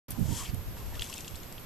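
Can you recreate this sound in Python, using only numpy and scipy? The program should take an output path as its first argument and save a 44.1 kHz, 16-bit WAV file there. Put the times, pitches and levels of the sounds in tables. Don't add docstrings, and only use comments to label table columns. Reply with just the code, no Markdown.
import sys
import numpy as np
from scipy import signal
from scipy.fft import rfft, irfft
from scipy.io import wavfile

SR = 44100
rng = np.random.default_rng(int(sys.argv[2]) if len(sys.argv) > 2 else 0)


def transcribe(u):
    v = np.clip(np.atleast_2d(u).T, -1, 1)
    q = np.round(v * 32767).astype(np.int16)
    wavfile.write(sys.argv[1], SR, q)


N = 72765
T = np.arange(N) / SR
HZ = np.maximum(np.arange(N // 2 + 1) * SR / N, 1)
TOP_HZ = 14150


def undb(db):
    return 10 ** (np.asarray(db) / 20)


def unit(x):
    return x / np.sqrt(np.mean(x ** 2) + 1e-18)


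def curve(points, hz):
    point_hz, point_db = np.array(points, float).T
    return np.interp(np.log(hz), np.log(point_hz), point_db)


def colour(x, points, size=1):
    return unit(irfft(rfft(x) * undb(curve(points, HZ * size)), N))


def noise(points, size=1):
    return colour(rng.standard_normal(N), points, size)


def resonance(hz, width_hz):
    gain = 1 / (1 + (2 * HZ / width_hz) ** 2)
    in_phase, quadrature = (irfft(rfft(rng.standard_normal(N)) * gain, N) for _ in range(2))
    phase = 2 * np.pi * np.cumsum(hz * np.ones(N)) / SR
    return unit(in_phase * np.cos(phase) + quadrature * np.sin(phase))


def swell(at, half_width):
    return np.exp(-.5 * ((T - at) / half_width) ** 2)


def fall(at, decay):
    return (T >= at) * np.exp(-np.maximum(T - at, 0) / decay)


def ring(at, hz, decay):
    return fall(at, decay) * np.sin(2 * np.pi * hz * (T - at))


def from_front(x):
    # frequency in Hz, left minus right in dB.
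    port_balance = [(700, 1), (2400, -1), (4400, 3), (6000, 8), (7800, 17.5), (9300, 13.5), (11000, -5.5),
                    (14000, -5)]
    scatter_db, scatter_s, turn_hz, turn_radians = -12, .0046, 7850, -1.26
    turn = turn_radians * (1 + np.tanh(2 * np.pi * np.log(HZ / turn_hz))) / 2
    out = []
    for sign in (1, -1):
        tail = rng.standard_normal(N) * fall(0, scatter_s)
        path = 1 + undb(scatter_db) * rfft(tail / np.sqrt(np.sum(tail ** 2)))
        port = undb(sign * curve(port_balance, HZ) / 2) * np.exp(.5j * sign * turn)
        out.append(irfft(rfft(x) * path * port, N))
    return np.array(out)


def open_air():
    # frequency in Hz, relative level in dB.
    air_eq = [(20, 2), (50, -3), (120, -2), (240, -6.5), (400, -12), (600, -15), (1200, -20), (2000, -25),
              (3000, -26), (6000, -38), (14000, -59)]
    air_db, apart_db = -47.5, -10
    pan = undb([[-1], [1]])
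    apart = np.array([noise(air_eq), noise(air_eq)])
    return undb(air_db) * (noise(air_eq) + undb(apart_db) * apart) * pan


def camera_ticks():
    # start in seconds, left and right level in dB, tilt in dB per octave, decay multiplier.
    ticks = [(.1058, -32.5, -35, -3, 1.0), (.1184, -34, -55, -28, 0.45), (.1945, -46, -46, 2, .9),
             (0.545, -42, -37, -11, .35), (.6795, -56, -49, -16, .35), (1.597, -52, -50, -11, 0.91)]
    # pitch in Hz, relative level in dB, free decay in seconds.
    modes = [(8400, -13, 0.0027), (10650, 0, 0.0049), (12440, -5, 0.0044), (12460, -10, 0.0058),
             (13700, 0.5, 0.0055)]
    tilt_pivot_hz, rattle_db, rattle_s = 11200, -7, .018
    hardest_db = max(row[1] for row in ticks)
    out = np.zeros((2, N))
    for at, left_db, right_db, tilt, length in ticks:
        detune = .054 * (1 - undb(left_db - hardest_db))
        ringing = np.zeros(N)
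        for hz, db, decay in modes:
            gain = undb(db + tilt * np.log2(hz / tilt_pivot_hz))
            ringing += gain * ring(at, hz * (1 + detune * rng.standard_normal()), decay * length)
        rattle = undb(rattle_db) * fall(at, rattle_s * length) * rng.standard_normal((2, N))
        out += undb([[left_db], [right_db]]) * (ringing + rattle)
    return out


def camera_noise():
    # frequency in Hz, relative level in dB.
    floor_eq = [(100, 14.5), (1000, 3), (4000, -2.5), (8000, -4.5), (12000, -6.5), (14000, -13)]
    floor_db, whine_hz = -49.5, 12857
    out = np.zeros((2, N))
    for side, whine_db in enumerate((-55, -52.5)):
        whine = unit(np.sin(2 * np.pi * whine_hz * T + side * np.pi / 2))
        out[side] = undb(floor_db) * noise(floor_eq) + undb(whine_db) * whine
    return out


def wind():
    # peak time and half-width in seconds, left and right level in dB, size (bigger is deeper).
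    gusts = [(0.122, 0.022, -51, -34.5, 0.84), (0.194, 0.011, -43, -25, 0.61),
             (0.222, 0.011, -43, -19.5, 0.82), (0.256, 0.016, -55, -27.5, 0.94),
             (.29, 0.0079, -47, -23, .7), (.316, 0.016, -60, -25, 0.58), (.35, 0.029, -48, -34, 1),
             (.435, .018, -47, -36, 1.12), (0.498, 0.0083, -40, -27.5, 1.08),
             (0.541, 0.008, -38, -24, 0.85), (0.596, 0.028, -45, -32.5, 1.2),
             (0.683, 0.016, -33, -37.5, 1.2), (.76, 0.068, -44.5, -42, 1.32),
             (0.874, 0.028, -32.5, -53, 1.76), (0.934, 0.039, -38.5, -40.5, 1.64),
             (1.003, 0.019, -34.5, -39, 1.52), (1.34, .02, -53, -36.5, 1.14)]
    # frequency in Hz at size 1, relative level in dB.
    rumble_eq = [(20, -4), (45, -0.5), (90, 4.5), (130, 3), (190, -10.5), (280, -21), (450, -30),
                 (1000, -86)]
    out = np.zeros((2, N))
    for at, half_width, left_db, right_db, size in gusts:
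        envelope = swell(at, half_width)
        for side, db in enumerate((left_db, right_db)):
            eddy = envelope * noise(rumble_eq, size)
            out[side] += undb(db) * eddy * np.sqrt(np.sum(envelope ** 2) / np.sum(eddy ** 2))
    return out


def sloshes():
    # peak time and half-width in seconds, centre and bandwidth in Hz, level in dB,
    # glide in octaves per second.
    gurgles = [(0.163, .012, 900, 355, -51.5, -1), (0.261, 0.011, 583, 300, -50.5, 1.5),
               (0.774, 0.0065, 1293, 1200, -52, 0), (0.809, .015, 1066, 250, -57, 0.5),
               (0.926, 0.0053, 824, 350, -51, 15.5), (0.954, 0.026, 580, 200, -54, -0.5),
               (0.947, 0.01, 1890, 400, -52, 1.5), (0.976, 0.0079, 1328, 300, -51.5, 18.5),
               (1.1, 0.0074, 1050, 350, -52, 0)]
    out = np.zeros(N)
    for at, half_width, hz, width_hz, db, glide in gurgles:
        octaves = np.clip(glide * (T - at), -1, 1)
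        out += undb(db) * swell(at, half_width) * resonance(hz * 2 ** octaves, width_hz)
    return out


def spray():
    # start, attack and decay in seconds, level in dB, droplets per second.
    showers = [(.76, 0.0081, 0.23, -55, 850), (0.932, 0.0097, 0.11, -53, 2500),
               (1.009, 0.015, 0.15, -46, 1800), (1.111, 0.015, 0.23, -51, 900)]
    # frequency in Hz, relative level in dB.
    droplet_eq = [(1000, -9), (2000, -1.5), (2900, 4), (4100, 1), (5200, 1), (7500, -1.5), (9500, -2),
                  (11500, -1), (14000, -6.5)]
    spread_db = 3.5
    tinkle_db, tinkle_hz, tinkle_octaves, decay_cycles = 3, 4470, .53, 14
    out = np.zeros(N)
    for at, attack, decay, db, rate in showers:
        lands = rng.random(N) < rate / SR
        strength = undb(spread_db * np.minimum(rng.exponential(size=N), np.pi))
        polarity = np.sign(rng.standard_normal(N))
        envelope = np.clip((T - at) / attack, 0, 1) * fall(at, decay)
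        out += undb(db) * envelope * colour(lands * strength * polarity, droplet_eq)
        for late, pitch in rng.standard_normal(size=(9, 2)):
            hz = min(tinkle_hz * 2 ** (tinkle_octaves * pitch), TOP_HZ)
            out += undb(db + tinkle_db) * ring(at + attack + decay * abs(late), hz, decay_cycles / hz)
    return out


def spatter(at, hz, decay, count):
    spread_octaves, decay_cycles = .389, 7.5
    t = np.arange(SR // 20) / SR
    pitch = np.minimum(hz * 2 ** (spread_octaves * rng.standard_normal((count, 1))), TOP_HZ)
    delay = decay * rng.exponential(size=(count, 1))
    cycles = np.maximum(t - delay, 0) * pitch
    envelopes = np.exp(-delay / decay / 2 - cycles / decay_cycles) * (1 - np.exp(-2 * cycles))
    burst = np.sum(envelopes * np.sin(2 * np.pi * cycles), axis=0)
    burst *= np.sqrt(decay * SR / 2 / np.sum(burst ** 2))
    return np.interp(T - at, t, burst, left=0, right=0)


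def drops():
    # start in seconds, relative plop level in dB, plop pitch in Hz, spatter level in dB,
    # spatter centre in Hz, spatter decay in seconds.
    impacts = [(0.954, -47, 3200, -46, 4700, .004), (.9950, -34.5, 3020, -36.5, 5670, 0.0023),
               (1.0095, -41.5, 3230, -40.5, 4500, 0.0022), (1.0186, -57, 3360, -34.5, 8540, 0.00093),
               (1.0216, -26, 3133, -43, 5940, 0.0035), (1.041, -47, 2900, -43, 7200, 0.0018),
               (1.0993, -47, 3250, -37.5, 7100, 0.0019), (1.1281, -38.5, 3030, -46, 3850, .005),
               (1.1386, -41, 2940, -37, 7000, 0.0041), (1.16, -57, 3520, -44, 5170, 0.002),
               (1.1797, -52, 2870, -39, 8060, 0.0026), (1.187, -42, 2620, -60, 3800, 0.0026),
               (1.2066, -47, 3470, -40, 7250, .003), (1.246, -46.5, 2880, -42.5, 4950, 0.0018),
               (1.279, -40, 3050, -38.5, 6360, 0.0026), (1.347, -49.5, 2940, -56, 4470, 0.0033),
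               (1.3557, -46, 4220, -40, 7050, 0.0016), (1.3617, -60, 3600, -44, 6400, 0.0015),
               (1.4325, -68, 3340, -45, 5070, 0.0028), (1.5247, -53, 2610, -40.5, 7460, 0.0014),
               (1.5809, -41.5, 2950, -69, 3030, .003)]
    # multiple of the plop's pitch, relative level in dB.
    ring_modes = [(0.899, 8), (.97, -9), (1.07, 5), (1.17, -6), (1.53, 3)]
    plop_s, click_s, click_db = .000343, .00044, -4
    ring_s, ring_db, detune = .0045, -14, .0077
    out = np.zeros(N)
    for at, plop_db, hz, spatter_db, spatter_hz, decay in impacts:
        plop = 2 * np.e * (T - at) / plop_s * ring(at, hz, plop_s)
        for ratio, db in ring_modes:
            onset = at + plop_s * (1 + rng.random())
            mode_hz = hz * ratio * (1 + detune * rng.standard_normal())
            plop += undb(ring_db + db) * ring(onset, mode_hz, ring_s)
        bubbles = spatter(at, spatter_hz, decay, count=14)
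        click = undb(click_db) * fall(at, click_s) * rng.standard_normal(N)
        out += undb(plop_db) * plop + undb(spatter_db) * (bubbles + click)
    return out


def trunk_blow():
    # frequency in Hz, relative level in dB.
    hiss_eq = [(700, -5), (1600, -1.5), (2400, -2), (4000, -0.5), (5200, 3.5), (7000, 2.5), (8800, -1),
               (11000, 1), (14000, -8)]
    # centre and bandwidth in Hz, level in dB, peak time and half-width in seconds,
    # glide in octaves per second.
    trunk_resonances = [(950, 69, -50, .375, 0.05, .6), (1151, 230, -48, .412, 0.024, 1.6),
                        (1730, 500, -58, .43, 0.02, 0.89), (2468, 970, -51.5, 0.47, 0.032, 0.23),
                        (3190, 430, -51.5, 0.37, 0.056, -.3), (4730, 840, -57.5, 0.49, 0.051, 0.24)]
    hiss_db, swell_db_per_s, fade_db_per_s = -41.5, 104, 138
    peak_s, hold_s, stop_s, release_s = .37, .031, .503, .004
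    attack_db = swell_db_per_s * np.minimum(T - peak_s, 0)
    fade_db = -fade_db_per_s * np.maximum(T - peak_s - hold_s, 0)
    hiss = undb(hiss_db + attack_db + fade_db) * noise(hiss_eq)
    last_push = undb(-47) * swell(at=.458, half_width=.0078) * resonance(hz=3150, width_hz=940)
    out = hiss + last_push
    for hz, width_hz, db, at, half_width, glide in trunk_resonances:
        out += undb(db) * swell(at, half_width) * resonance(hz * 2 ** (glide * (T - at)), width_hz)
    return out * np.exp(-np.maximum(T - stop_s, 0) / release_s)


def scene():
    front = from_front(trunk_blow() + drops() + spray() + sloshes())
    return front + wind() + open_air() + camera_ticks() + camera_noise()


def record(dry):
    start_s, fade_in_s = .082, .002
    gate = np.clip((T - start_s) / fade_in_s, 0, 1)
    low_pass = signal.ellip(8, .2, 70, TOP_HZ, fs=SR, output="sos")
    return signal.sosfilt(low_pass, dry * gate)


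dry = scene()
out = record(dry)
transcribe(out)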